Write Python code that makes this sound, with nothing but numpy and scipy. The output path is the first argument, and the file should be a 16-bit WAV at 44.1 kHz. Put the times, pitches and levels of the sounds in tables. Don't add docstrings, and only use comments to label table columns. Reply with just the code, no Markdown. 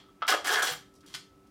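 import sys
import numpy as np
from scipy import signal
from scipy.fft import rfft, irfft
from scipy.io import wavfile
from scipy.ndimage import uniform_filter1d

SR = 44100
rng = np.random.default_rng(int(sys.argv[2]) if len(sys.argv) > 2 else 0)


def voltage_ratio(level):
    return 10 ** (np.asarray(level, float) / 20)


def store_wav(level_fs):
    pcm = np.round(np.clip(np.atleast_2d(level_fs), -1, 1) * 32767)
    wavfile.write(sys.argv[1], SR, pcm.T.astype(np.int16))


N = 66150
LEAD_SAMPLES = 4410

# frequency in Hz, level in dB.
AIR_SPECTRUM = [(15, -37), (25, -0.5), (332, -4.5), (390, -9), (434, -9.5), (1110, -19), (1270, -15.5),
                (1460, -21.5), (15600, -36)]
# frequency in Hz, level in dB rms.
HUM_TONES = [(193.8, -72), (290.7, -68.5), (387.6, -68), (1308, -71)]
# start in s, length in s, level in dB, low cut in Hz, high cut in Hz.
FOIL_RUSTLES = [(-0.06, 0.044, -45, 690, 4900), (0.206, 0.009, -54, 1420, 2500),
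                (0.267, 0.009, -43.5, 3010, 14860), (0.939, 0.0057, -58.5, 5100, 15000),
                (0.951, 0.012, -58, 5130, 12000), (0.963, .018, -64, 4470, 10000),
                (1.006, .012, -60.5, 3500, 12100), (1.03, 0.036, -57, 1000, 2280),
                (1.061, 0.024, -53.5, 2970, 15100), (1.08, 0.1, -58, 600, 14000),
                (1.13, 0.015, -52.5, 2500, 15000), (1.1395, 0.0056, -34, 1470, 6900),
                (1.146, 0.0096, -35, 1010, 12200), (1.161, 0.003, -41, 2000, 8000),
                (1.469, 0.009, -65, 4100, 14000)]
# frequency in Hz, level in dB per Hz.
SNAP_SPECTRUM = [(150, -60.5), (250, -24), (604, -12.5), (730, -9), (1290, -7), (2630, -10.5), (3230, -8),
                 (5820, -11.5), (15600, -23)]
# frequency in Hz, width in Hz, level in dB.
FOIL_MODES = [(2060, 120, -8.5), (2820, 75, 6), (3240, 190, 2), (3510, 51, -5.5), (4350, 100, -8),
              (5160, 200, 4), (5830, 150, -6.5), (7000, 360, 0.5)]
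# start in s, peak in dB, pitch in Hz, t60 in s.
LID_POPS = [(0.041, -55.5, 1270, 0.064), (0.086, -55.5, 1253, 0.034), (0.092, -53.5, 1290, .03),
            (0.2202, -22.5, 1290, 0.036), (0.2245, -19.5, 1277, 0.055), (0.233, -26, 1342, 0.024),
            (0.246, -39, 1260, 0.022), (0.258, -37.5, 1300, 0.041), (0.296, -24.5, 773, 0.036),
            (0.319, -23, 1290, 0.013), (0.324, -15, 1263, 0.052), (0.6215, -19.5, 1480, 0.032),
            (0.629, -19, 1470, 0.048)]
# time in s, tearing effort in dB, share ringing the cup in dB,
# brightness in dB per octave.
SEAL_PULLS = [
    [(0.279, -27, 0, -0.2), (0.289, -21.5, -5.5, -0.6), (0.329, -30.5, 0, -1), (0.35, -32.5, -6.5, -8)],
    [(0.444, -34.5, 2, -0.4), (0.484, -30, 1, 0.01), (0.5, -32.5, 10, 0.3), (0.526, -29, -0.5, -0.5),
     (0.572, -36, 13, -1.8), (0.612, -34.5, 5.5, 0.01)],
    [(0.622, -29.5, 7.5, 0.6), (0.662, -34, -0.5, 1.7), (0.68, -28, -8, 0.9), (0.706, -35, 0.5, 1.2),
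     (0.724, -33.5, -24.5, 0.3), (0.74, -39, -7, -0.6)],
]
# frequency in Hz, width in Hz, level in dB.
CUP_MODES = [(420, 105, -9.5), (762, 71, -1.5), (1109, 80, -5.5), (1290, 30, 1), (1470, 60, 1),
             (1662, 65, 3.5), (1818, 74, -1.5), (2090, 110, -13)]
# time in s, slip rate in Hz, level in dB.
SEAL_CREAK = [(0.292, 360.7, -58), (0.30, 364.3, -49), (0.34, 329.8, -30), (0.359, 329.3, -59),
              (0.449, 329, -54), (0.491, 410.3, -49), (0.52, 420, -34), (0.561, 400, -37), (0.6, 420, -40),
              (0.641, 397, -46), (0.7, 400, -58)]
# start in s, peak in dB, pitch in Hz, t60 in s.
LOW_FLAPS = [
    (0.466, -37, 290, 0.048),
    (0.505, -29.5, 386, 0.043),
    (0.534, -41, 480, 0.043),
    (0.63, -39, 329, 0.075),
    (0.689, -34, 490, 0.086),
    (0.711, -42, 153, 0.095),
    (1.04, -47, 290, 0.084),
    (1.111, -49, 287, 0.058),
    (1.143, -51, 149, 0.12),
]
# frequency in Hz, t60 in s.
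ROOM_DECAY = [(200, 0.28), (1000, 0.26), (4000, 0.29), (9000, 0.27), (15000, 0.18)]


def clock():
    return (np.arange(N + LEAD_SAMPLES) - LEAD_SAMPLES) / SR


def rms_one(x):
    return x / np.sqrt(np.mean(x ** 2) + 1e-20)


def butter(x, order, hz, kind="band"):
    return signal.sosfilt(signal.butter(order, hz, kind, fs=SR, output="sos"), x)


def smooth_noise(samples):
    return rms_one(uniform_filter1d(rng.standard_normal(N + LEAD_SAMPLES), samples))


def at_hz(points, hz):
    table_hz, value = np.array(points).T
    return np.interp(np.log(hz), np.log(table_hz), value)


def colour(x, spectrum):
    hz = np.maximum(np.fft.rfftfreq(len(x), 1 / SR), 1)
    return irfft(rfft(x) * voltage_ratio(at_hz(spectrum, hz)), len(x))


def background():
    t = clock()
    out = voltage_ratio(-62) * rms_one(colour(rng.standard_normal(len(t)), AIR_SPECTRUM))
    for hz, db in HUM_TONES:
        sway_db = 1.1 * smooth_noise(2000)
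        out = out + voltage_ratio(db + 4 + sway_db) * np.sin(2 * np.pi * (hz * t + rng.random()))
    return out


def resonate(x, modes):
    out = 0
    for k, (hz, width_hz, db) in enumerate(modes):
        r = np.exp(-np.pi * width_hz / SR)
        poles = [1, -2 * r * np.cos(2 * np.pi * hz / SR), r * r]
        out = out + (-1) ** k * voltage_ratio(db) * signal.lfilter([1 - r * r, 0, r * r - 1], poles, x)
    return out


def snaps():
    snaps_per_s, spread_db = 6000, 3.5
    size = N + LEAD_SAMPLES
    heights = voltage_ratio(spread_db * np.minimum(rng.exponential(1, size), 4)) * rng.choice([-1, 1], size)
    struck = rng.random(size) < snaps_per_s / SR
    return rms_one(heights * struck + 1e-9)


def foil_voice():
    x = snaps()
    direct = rms_one(colour(x, SNAP_SPECTRUM))
    ring = rms_one(resonate(x, FOIL_MODES))
    return rms_one(direct + voltage_ratio(-3) * ring)


def rustles():
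    attack_s = 0.0011
    t, out, voice = clock(), 0, foil_voice()
    for start_s, length_s, db, low_hz, high_hz in FOIL_RUSTLES:
        age = np.maximum(t - start_s, 0)
        fade_db = -4 * age / length_s - 3500 * np.maximum(age - length_s, 0)
        shape = np.minimum(age / attack_s, 1) * voltage_ratio(db + fade_db)
        out = out + butter(voice * shape, 2, [low_hz, high_hz])
    return out


def pops():
    overtone_ratio, overtone_db, overtone_fade = 2.58, -12, 1.2
    crack_db, crack_t60_s = -10, 0.022
    t, out, crackle = clock(), 0, foil_voice()
    for start_s, db, hz, t60_s in LID_POPS:
        age = np.maximum(t - start_s, 0)
        main = np.sin(2 * np.pi * hz * age)
        overtone = voltage_ratio(overtone_db - 60 * overtone_fade * age / t60_s) * np.sin(2 * np.pi * hz * overtone_ratio * age)
        crack = voltage_ratio(crack_db - 60 * age / crack_t60_s) * crackle * (age > 0)
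        out = out + voltage_ratio(db) * (voltage_ratio(-60 * age / t60_s) * (main + overtone) + crack)
    return butter(out, 4, [500, 3970])


def octaves(x):
    hz = np.maximum(np.fft.rfftfreq(len(x), 1 / SR), 1)
    full, bands = rfft(x), []
    for centre_hz in 250 * 2 ** np.arange(7):
        weight = np.cos(np.pi / 2 * np.clip(np.log2(hz / centre_hz), -1, 1)) ** 2
        bands.append((centre_hz, irfft(full * weight, len(x))))
    return bands


def patch_db():
    depth_db, samples = 3.0, int(0.012 * SR)
    return depth_db * rms_one(uniform_filter1d(smooth_noise(samples), samples))


def tearing():
    t, tear, cup, tilt_db = clock(), 0, 0, 0
    for pull in SEAL_PULLS:
        s, effort_db, share_db, bright_db = np.transpose(pull)
        effort = voltage_ratio(np.interp(t, s, effort_db, left=-200, right=-200))
        tear = tear + effort
        cup = cup + effort * voltage_ratio(np.interp(t, s, share_db))
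        tilt_db = tilt_db + np.interp(t, s, bright_db, left=0, right=0)
    foil = 0
    for hz, band in octaves(foil_voice()):
        foil = foil + band * voltage_ratio(tilt_db * np.log2(hz / 4000) + patch_db())
    shake = snaps()
    steady_level = np.std(resonate(shake, CUP_MODES))
    return voltage_ratio(-1.0) * tear * foil + voltage_ratio(-4) * resonate(cup * shake, CUP_MODES) / steady_level


def creak():
    rate_jitter, size_spread_db = 0.06, 7.5
    t, (s, hz, db) = clock(), np.transpose(SEAL_CREAK)
    rate_hz = np.interp(t, s, hz) * (1 + rate_jitter * smooth_noise(150))
    cycles = np.floor(np.cumsum(rate_hz) / SR)
    slips = np.diff(cycles, prepend=0) * voltage_ratio(size_spread_db * rng.standard_normal(len(t)))
    direct = rms_one(butter(slips, 2, [280, 1900]))
    body = rms_one(direct + voltage_ratio(-1.0) * rms_one(resonate(slips, CUP_MODES)))
    return body * voltage_ratio(np.interp(t, s, db, left=-200, right=-200))


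def flaps():
    rise_s = 0.0025
    t, out = clock(), 0
    for start_s, db, hz, t60_s in LOW_FLAPS:
        age = np.maximum(t - start_s, 0)
        shape = voltage_ratio(db - 60 * age / t60_s) * (1 - np.exp(-age / rise_s))
        out = out + shape * np.sin(2 * np.pi * hz * age)
    return out


def room(x):
    echo_db, first_echo_s = -6.5, 0.0042
    age, tail = np.arange(SR // 2) / SR, 0
    edges_hz = 100 * 2 ** np.arange(0, 7.6, 0.5)
    white = rng.standard_normal((2, len(age)))
    for k, (low_hz, high_hz) in enumerate(zip(edges_hz, edges_hz[1:])):
        t60_s = at_hz(ROOM_DECAY, np.sqrt(low_hz * high_hz))
        tail = tail + butter(white[k % 2], 2, [low_hz, high_hz]) * voltage_ratio(-60 * age / t60_s)
    tail = tail * np.clip(age / first_echo_s - 1, 0, 1)
    return voltage_ratio(echo_db) * signal.fftconvolve(x, tail / np.sqrt(np.sum(tail ** 2)))[:len(x)]


def scene():
    thin = butter(rustles() + pops() + tearing() + creak(), 4, 254, "high")
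    lid = thin + flaps()
    return (background() + lid + room(lid))[None, LEAD_SAMPLES:]


def band_limit(x):
    return signal.sosfilt(signal.butter(12, 15740, fs=SR, output="sos"), x)


def record(dry):
    mix = butter(dry, 3, 46.5, "high")
    return band_limit(mix)


dry = scene()
out = record(dry)
store_wav(out)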